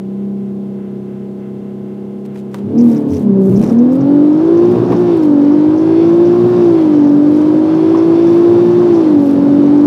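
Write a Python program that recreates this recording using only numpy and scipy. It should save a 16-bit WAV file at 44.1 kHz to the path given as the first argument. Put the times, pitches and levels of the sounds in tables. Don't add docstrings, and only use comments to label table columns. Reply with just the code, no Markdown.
import sys
import numpy as np
from scipy import signal
from scipy.fft import rfft, irfft, next_fast_len
from scipy.io import wavfile
from scipy.ndimage import uniform_filter1d, minimum_filter1d

SR = 44100
rng = np.random.default_rng(int(sys.argv[2]) if len(sys.argv) > 2 else 0)


def wrap_up_sound(samples):
    columns = np.atleast_2d(samples).T
    tamed = np.clip(columns, -1, 1)
    steps = np.round(tamed * 32767).astype(np.int16)
    wavfile.write(sys.argv[1], SR, steps)


N = 434826
TIME = np.arange(N) / SR
HOLD_HZ = 200

# time_s, level_db
HELD_BOOM = [(0, -23.5), (.25, -18.5), (1.05, -26), (2.2, -26), (2.62, -26)]
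# pitch_hz, level_db
PIPE_RESPONSE = [(125, -13), (150, -16), (192, -9.5), (203, -10.5), (211, -28), (220, -22), (227, -11),
                 (237, -4.5), (255, -9.5), (273, -12.5), (290, -6.5), (316, -10), (345, -6.5), (365, -11.5),
                 (385, -5.5), (410, -19), (500, -17.5), (550, -20), (572, -20.5), (620, -32), (695, -27),
                 (740, -34)]
# multiple, held_db, off_boost_db, on_boost_db
CYLINDER_ORDERS = [(4, -12.5, -13.5, -15.5), (5, -27, -22.5, -15), (7, -12, -10.5, -12), (8, -23, -11, -20),
                   (12, -15, -8, -6.5)]
def exhaust_boom(angle, firing_hz, moving, boost, stutter, loss_db, throb_db=2.2, held_follow=.24):
    held_db, = in_time(HELD_BOOM)
    firing_db = held_db * (1 - moving) + at_hz(PIPE_RESPONSE, firing_hz) * moving - loss_db
    firing_gain = from_db(firing_db + .05 * drift(19))
    misfire = 1 + .5 * stutter * drift(66)
    out = firing_gain * misfire * np.cos(6 * angle)
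    held_side_db = held_db[0] + held_follow * (held_db - held_db[0])
    for k, still_db, off_boost_db, on_boost_db in CYLINDER_ORDERS:
        pipe_db = at_hz(PIPE_RESPONSE, k * firing_hz / 6)
        loaded_db = pipe_db + off_boost_db * (1 - boost) + on_boost_db * boost
        level_db = (held_side_db + still_db) * (1 - moving) + loaded_db * moving
        lag = 0 if k in (5, 7) else 1.67 * drift(.4)
        gain = from_db(level_db + throb_db * drift(11))
        out += gain * np.cos(k * angle + lag + .4 * moving * drift(6.6))
    return np.sqrt(2) * out


# time_s, firing_hz
FIRST_GEAR = [(0, 194), (.2, 200), (1, 198.5), (2.3, 202.5), (2.64, 200), (2.73, 217), (2.82, 243),
              (2.98, 221), (3.16, 213), (3.33, 195), (3.53, 189), (3.72, 226), (4.07, 281), (4.34, 303),
              (4.44, 326), (4.72, 358), (4.95, 355)]
# start_s, clutch_slip_s, low_hz, high_hz
UPSHIFTS = [(5.02, .34, 287, 358), (6.5, .57, 290, 353), (8.81, .47, 281, 292)]
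def engine_speed(recover_s=.09, pull_bow=.4):
    firing_hz, = in_time(FIRST_GEAR)
    slipping, top_hz = np.zeros(N), FIRST_GEAR[-1][1]
    ends = [row[0] for row in UPSHIFTS[1:]] + [N / SR]
    for (start_s, slip_s, low_hz, high_hz), end_s in zip(UPSHIFTS, ends):
        pull_s = start_s + slip_s + recover_s
        slip, pull = ramp(start_s, slip_s), ramp(pull_s, end_s - pull_s)
        firing_hz += (low_hz - top_hz) * np.sin(np.pi * slip / 2) ** 2
        firing_hz += (high_hz - low_hz) * pull * (1 + pull_bow * (1 - pull))
        slipping += np.sin(np.pi * slip) ** 2
        top_hz = high_hz
    return uniform_filter1d(firing_hz, size=SR // 20), slipping


# start_s, length_s, roughness (0-1), loss_db
IGNITION_CUTS = [(3.47, 0.15, 0.4, 0), (3.59, 0.15, 0.9, -3), (4.7, 0.284, 0.8, 4), (4.92, 0.29, 0, 2)]
def ignition_cuts(edge_s=.026):
    stutter, loss_db = np.zeros(N), np.zeros(N)
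    for start_s, length_s, roughness, db in IGNITION_CUTS:
        window = ramp(start_s, edge_s) - ramp(start_s + length_s - edge_s, edge_s)
        stutter += roughness * window
        loss_db += db * window
    return stutter, loss_db


# multiple, held_db, driving_db
GROWL_ORDERS = [(2, -55, -36.5), (3, -48, -25), (9, -35.5, -34.5), (10, -48.5, -33), (11, -29, -34),
                (13, -50, -39.5), (14, -37.5, -38), (15, -47, -44), (16, -50.5, -41.5), (17, -51.5, -46.5),
                (18, -58, -38.5), (19, -46, -41), (20, -50.5, -49.5), (21, -69, -54), (22, -53.5, -53.5),
                (23, -65, -58.5), (24, -51, -49), (25, -55, -55.5), (26, -68, -55), (27, -70, -58.5),
                (28, -76.5, -59), (29, -82, -58.5), (30, -59, -52.5), (31, -56, -60.5), (32, -61.5, -62)]
# pitch_hz, gain_db
CABIN_RESPONSE = [(97, -5.5), (118, 8.5), (135, 7), (160, -1), (178, 1.5), (210, 5), (430, -2.5),
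                  (500, 3.5), (545, -0.5), (580, 4.5), (625, -11), (700, -1.5), (770, -1.5), (850, -0.5)]
def engine_growl(angle, firing_hz, moving, held_trim_db=-3.5, driving_trim_db=-2):
    waver_db = .3 + 2.7 * moving
    out = np.zeros(N)
    for k, held_db, driving_db in GROWL_ORDERS:
        swept_db = driving_db + driving_trim_db + at_hz(CABIN_RESPONSE, k * firing_hz / 6)
        if k < 4:
            swept_db += 32 * np.log2(firing_hz / 330)
        level_db = (held_db + held_trim_db) * (1 - moving) + swept_db * moving + waver_db * drift(8.3)
        phase = rng.uniform(0, 2 * np.pi) + .4 * moving * drift(5.7)
        out += from_db(level_db) * np.cos(k * angle + phase)
    return np.sqrt(2) * out


# start_s, thud_db, crack_db
BANGS = [(3.52, -20, -30.5), (3.631, -19, -35), (4.617, -9.5, -28), (4.752, -17, -23), (4.772, -22, -33),
         (4.839, -26.5, -42), (4.904, -10.5, -31.5), (4.918, -16, -17), (5.121, -26, -39),
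         (7.943, -21, -22)]
# frequency_hz, level_db
THUD_COLOUR = [(25, -18.5), (60, -17.5), (110, 9), (250, -9), (450, 14), (800, -37)]
CRACK_COLOUR = [(300, -4.5), (700, -4), (1050, 12), (1250, -4), (1500, -17.5), (2400, -15.5), (4500, -25),
                (7000, -37)]
def exhaust_bangs(rise_s=.0015):
    start_s, thud_db, crack_db = np.transpose(BANGS)
    crack = lagged(lagged(decays(start_s, crack_db, t60_s=.1), rise_s), rise_s)
    thud = lagged(lagged(decays(start_s, thud_db, t60_s=.095), rise_s), rise_s)
    return low_cut(crack * noise(CRACK_COLOUR) + thud * noise(THUD_COLOUR))


# start_s, pitch_hz, level_db
JOLTS = [(2.63, 103.6, -27), (3.09, 90.3, -20.5), (3.48, 124.8, -13.5), (3.97, 135, -18),
         (4.73, 119, -16.5)]
def body_shudder(rise_s=.045):
    out = np.zeros(N)
    for start_s, pitch_hz, level_db in JOLTS:
        age = np.maximum(TIME - start_s, 0) / rise_s
        swell = (age * np.exp(1 - age)) ** 2
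        out += from_db(level_db) * swell * np.sin(2 * np.pi * pitch_hz * TIME + .59 * drift(8.6))
    return np.sqrt(2) * out


# frequency_hz, level_db
RUMBLE_COLOUR = [(25, -38), (55, -34.5), (75, -27), (100, -3), (180, 0), (260, 0.5), (360, 3), (470, -4),
                 (650, -13), (900, -24), (1500, -48)]
def body_rumble(moving, road, stutter, held_db=-36, driving_db=-24):
    level_db = held_db * (1 - moving) + driving_db * moving + 4 * road + 6 * stutter
    return from_db(level_db - .1 * drift(1.9)) * noise(RUMBLE_COLOUR)


# frequency_hz, level_db
ROAR_COLOUR = [(350, -11.5), (600, 2), (850, 2.5), (1150, -2.5), (1400, -7.5), (1700, -10.5), (2100, -28),
               (3500, -44.5)]
def exhaust_roar(octaves, moving, boost, road, stutter, held_db=-54, driving_db=-44):
    base_db = held_db * (1 - moving) + driving_db * moving
    flare_db = 4.5 * boost + 4 * octaves + 6 * road + 3 * stutter
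    return from_db(base_db + flare_db + drift(25)) * noise(ROAR_COLOUR)


# start_s, level_db
KNOCKS = [(2.251, -41), (2.359, -32), (2.5445, -21), (2.5854, -37)]
# frequency_hz, level_db
KNOCK_COLOUR = [(150, 5), (400, 9), (750, 11), (1100, 5), (1600, -4), (3000, -9.5), (6000, -19),
                (15000, -31)]
def control_knocks(tail_db=-20):
    start_s, level_db = np.transpose(KNOCKS)
    contact = decays(start_s, level_db, t60_s=.035)
    tail = from_db(tail_db) * decays(start_s, level_db, t60_s=.49)
    return low_cut((contact + tail) * noise(KNOCK_COLOUR))


# start_s, length_s, relative_db
BUZZES = [(2.775, .04, -21.5), (2.91, .025, -25), (2.96, .02, -24), (3.096, .035, -23), (3.135, .052, -20),
          (3.554, .02, -22.5), (3.625, .08, -22), (3.783, .022, -26), (3.918, .015, -29.5),
          (4.008, .015, -28), (4.57, .02, -28), (4.96, .03, -25), (5.225, .015, -24), (6.251, .03, -27.5),
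          (7.97, .02, -23), (8.267, .04, -25.5), (8.93, .04, -27.5)]
def trim_buzz(angle, buzz_chance=.7, loose_chance=.15, loose_from_s=4.3):
    crests = np.flatnonzero(np.diff(np.floor(6 * angle / (2 * np.pi))) > 0)
    crest_s = TIME[crests]
    chance = loose_chance * from_db(6 * drift(5))[crests] * (crest_s > loose_from_s)
    relative_db = np.full(len(crests), -30.)
    for start_s, length_s, db in BUZZES:
        inside = (crest_s >= start_s) & (crest_s < start_s + length_s)
        chance[inside], relative_db[inside] = buzz_chance, db
    touches = rng.random(N)[crests] < chance
    tap_db = relative_db + 1.6 * np.clip(rng.standard_normal(N)[crests], -2, 1)
    scrapes = .619 * decays(crest_s[touches], tap_db[touches], t60_s=.01) * rng.standard_normal(N)
    bright = resonance(scrapes, 5100, 950) - resonance(scrapes, 5950, 1100)
    return bright + .5 * resonance(scrapes, 2200, 500)


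# start_s, length_s, relative_db, treble_db
RUSTLES = [(2.246, .025, -47, -3), (2.328, 0.1, -49, -7), (2.5, .12, -50.5, -6), (2.72, 0.37, -50, 1.5),
           (3.043, 0.24, -47.5, -1), (3.37, 0.27, -53.5, 7), (3.55, 0.24, -43.5, -8), (3.6, 0.049, -49, -3),
           (3.905, 0.077, -53.5, 3), (4.7, 0.037, -52, 3), (4.929, 0.15, -58, 1), (5.155, .03, -50, 1),
           (5.222, 0.046, -48, 2), (7.2, .35, -53.5, -4), (8.2, .3, -53.5, -2), (9.121, 0.3, -51.5, 0.5)]
# frequency_hz, level_db
RUSTLE_COLOUR = [(900, -15), (2000, 4.5), (4000, 0), (6000, -1.5), (9000, -2.5), (14000, -4.5), (16000, -6)]
def cabin_rustles(grain_db=5, treble_hz=7500):
    grit = rms_one(noise(RUSTLE_COLOUR) * from_db(grain_db * drift(250)))
    dull = signal.sosfilt(signal.butter(1, treble_hz, fs=SR, output="sos"), grit)
    sizzle = grit - dull
    out = np.zeros(N)
    for start_s, length_s, db, treble_db in RUSTLES:
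        window = signal.windows.tukey(int(length_s * SR), .85)
        span = slice(int(start_s * SR), int(start_s * SR) + len(window))
        out[span] += from_db(db + 1) * window * (dull[span] + from_db(treble_db) * sizzle[span])
    return out


# frequency_hz, level_db
RUSH_COLOUR = [(1300, -11), (2000, 3.5), (2600, 0), (3500, -1), (4500, -3), (5500, -6.5), (7000, -12.5),
               (9500, -16.5), (12000, -23), (15500, -24)]
# pitch_hz, width_hz, gain_db
PANEL_MODES = [(2710, 77, 1.5), (3090, 60, 2.5), (3590, 140, 1.5), (4280, 120, -2)]
def intake_rush(octaves, moving, road, slipping, held_db=-68, driving_db=-58):
    stream = noise(RUSH_COLOUR)
    ringing = sum(from_db(db) * resonance(stream, hz, width_hz) for hz, width_hz, db in PANEL_MODES)
    level_db = held_db * (1 - moving) + driving_db * moving + 9.5 * octaves + 7 * road + 2 * slipping
    return from_db(level_db) * rms_one(noise(RUSH_COLOUR) + ringing)


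# pitch_hz, relative_db
CLATTER_COLOUR = [(1050, -74.5), (1500, -77), (1850, -78), (2100, -78), (2450, -86), (2680, -83),
                  (3000, -82), (3600, -86.5)]
# multiple, relative_db
WHINES = [(38, -66.5), (41, -67), (45, -67.5), (47, -71), (50, -70.5), (60, -76), (62, -68), (64, -75),
          (66, -73.5), (80, -73.5), (81, -72.5), (96, -78)]
def valve_clatter(angle, firing_hz, octave_db=13, waver_db=3.2):
    multiples = np.arange(33, 108)
    lines_db = np.full(1025, -200.)
    lines_db[multiples] = at_hz(CLATTER_COLOUR, multiples * HOLD_HZ / 6)
    for multiple, db in WHINES:
        lines_db[round(multiple)] = db
    lines = from_db(lines_db) * np.exp(2j * np.pi * rng.random(len(lines_db)))
    cycle = irfft(lines) * (len(lines) - 1) * np.sqrt(2)
    pattern = np.interp(angle / (2 * np.pi) % 1, np.arange(len(cycle)) / len(cycle), cycle)
    gain_db = -2.5 + octave_db * np.log2(firing_hz / firing_hz[0]) + waver_db * drift(3.1)
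    return from_db(gain_db) * pattern


def turbo_whistle(octaves, boost, road, base_hz=9750, blur_hz=170, flicker_db=3.5):
    spin = lagged(octaves, lag_s=.12)
    pitch_hz = base_hz * 2 ** (.35 * spin) + blur_hz * drift(150)
    level_db = -88 + 21 * spin + 4 * road + flicker_db * drift(10)
    return boost * from_db(level_db) * np.sin(2 * np.pi * np.cumsum(pitch_hz) / SR)


# frequency_hz, level_db
HISS_COLOUR = [(500, 4.5), (3000, 8), (5000, 0), (8000, -2.5), (15500, -7)]
def hiss(level_db=-60):
    return from_db(level_db) * noise(HISS_COLOUR)


def from_db(db):
    return 10 ** (np.asarray(db) / 20)


def rms_one(x):
    return x / np.sqrt(np.mean(x ** 2) + 1e-20)


def ramp(start_s, length_s):
    return np.clip((TIME - start_s) / length_s, 0, 1)


def in_time(rows):
    time_s, *columns = np.transpose(rows)
    return [np.interp(TIME, time_s, column) for column in columns]


def at_hz(spectrum, hz):
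    frequency_hz, level_db = np.transpose(spectrum)
    return np.interp(np.log(hz), np.log(frequency_hz), level_db)


def drift(rate_hz):
    r = np.exp(-2 * np.pi * rate_hz * 40 / SR)
    slow = signal.lfilter([1], [1, -2 * r, r * r], rng.standard_normal(N // 40 + 2002))[2000:]
    return np.interp(np.arange(N) / 40, np.arange(len(slow)), rms_one(slow))


def noise(colour):
    size = next_fast_len(N)
    hz = np.maximum(np.arange(size // 2 + 1) * SR / size, 1)
    ends = 1 / (1 + (colour[0][0] / hz) ** 8) / (1 + (hz / colour[-1][0] / 2) ** 8)
    spectrum = rfft(rng.standard_normal(size)) * from_db(at_hz(colour, hz)) * ends
    return rms_one(irfft(spectrum, size)[:N])


def resonance(x, hz, width_hz):
    r = np.exp(-np.pi * width_hz / SR)
    feedback = [1, -2 * r * np.cos(2 * np.pi * hz / SR), r * r]
    return signal.lfilter(np.array([1, 0, -1]) * (1 - r * r) / 2, feedback, x + 1e-18)


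def lagged(x, lag_s):
    r = np.exp(-1 / (lag_s * SR))
    return signal.lfilter([1 - r], [1, -r], x)


def low_cut(x, hz=85):
    return signal.sosfilt(signal.butter(4, hz, "high", fs=SR, output="sos"), x)


def decays(start_s, level_db, t60_s):
    kicks = np.zeros(N)
    kicks[(np.asarray(start_s) * SR).astype(int)] = from_db(level_db)
    return signal.lfilter([1], [1, -from_db(-60 / (t60_s * SR))], kicks + 1e-18)


def scene(release_s=2.56, clutch_s=.2, spool_s=3.2, spool_rise_s=.53):
    firing_hz, slipping = engine_speed()
    octaves = np.log2(firing_hz / HOLD_HZ)
    moving, boost = ramp(release_s, clutch_s), ramp(spool_s, spool_rise_s)
    road = np.sqrt(ramp(spool_s, N / SR - spool_s))
    stutter, loss_db = ignition_cuts()
    angle = 2 * np.pi * np.cumsum(firing_hz / 6) / SR
    angle += (.0028 + .014 * moving + .11 * stutter) * drift(35)
    engine = exhaust_boom(angle, firing_hz, moving, boost, stutter, loss_db)
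    engine += engine_growl(angle, firing_hz, moving) + valve_clatter(angle, firing_hz)
    gas = exhaust_roar(octaves, moving, boost, road, stutter)
    gas += intake_rush(octaves, moving, road, slipping)
    puffs = rms_one((1 + .21 * np.cos(6 * angle)) * (1 + .081 * np.cos(angle)))
    air = gas * puffs + turbo_whistle(octaves, boost, road) + hiss()
    cabin = body_rumble(moving, road, stutter) + trim_buzz(angle) + cabin_rustles() + body_shudder()
    return (engine + air + cabin + control_knocks() + exhaust_bangs())[None]


def record(dry, stop_hz=16300):
    window = SR // 200
    gain = uniform_filter1d(minimum_filter1d(1 / np.maximum(np.abs(dry), 1), window), window)
    return signal.sosfilt(signal.cheby2(16, 70, stop_hz, fs=SR, output="sos"), dry * gain)


dry = scene()
out = record(dry)
wrap_up_sound(out)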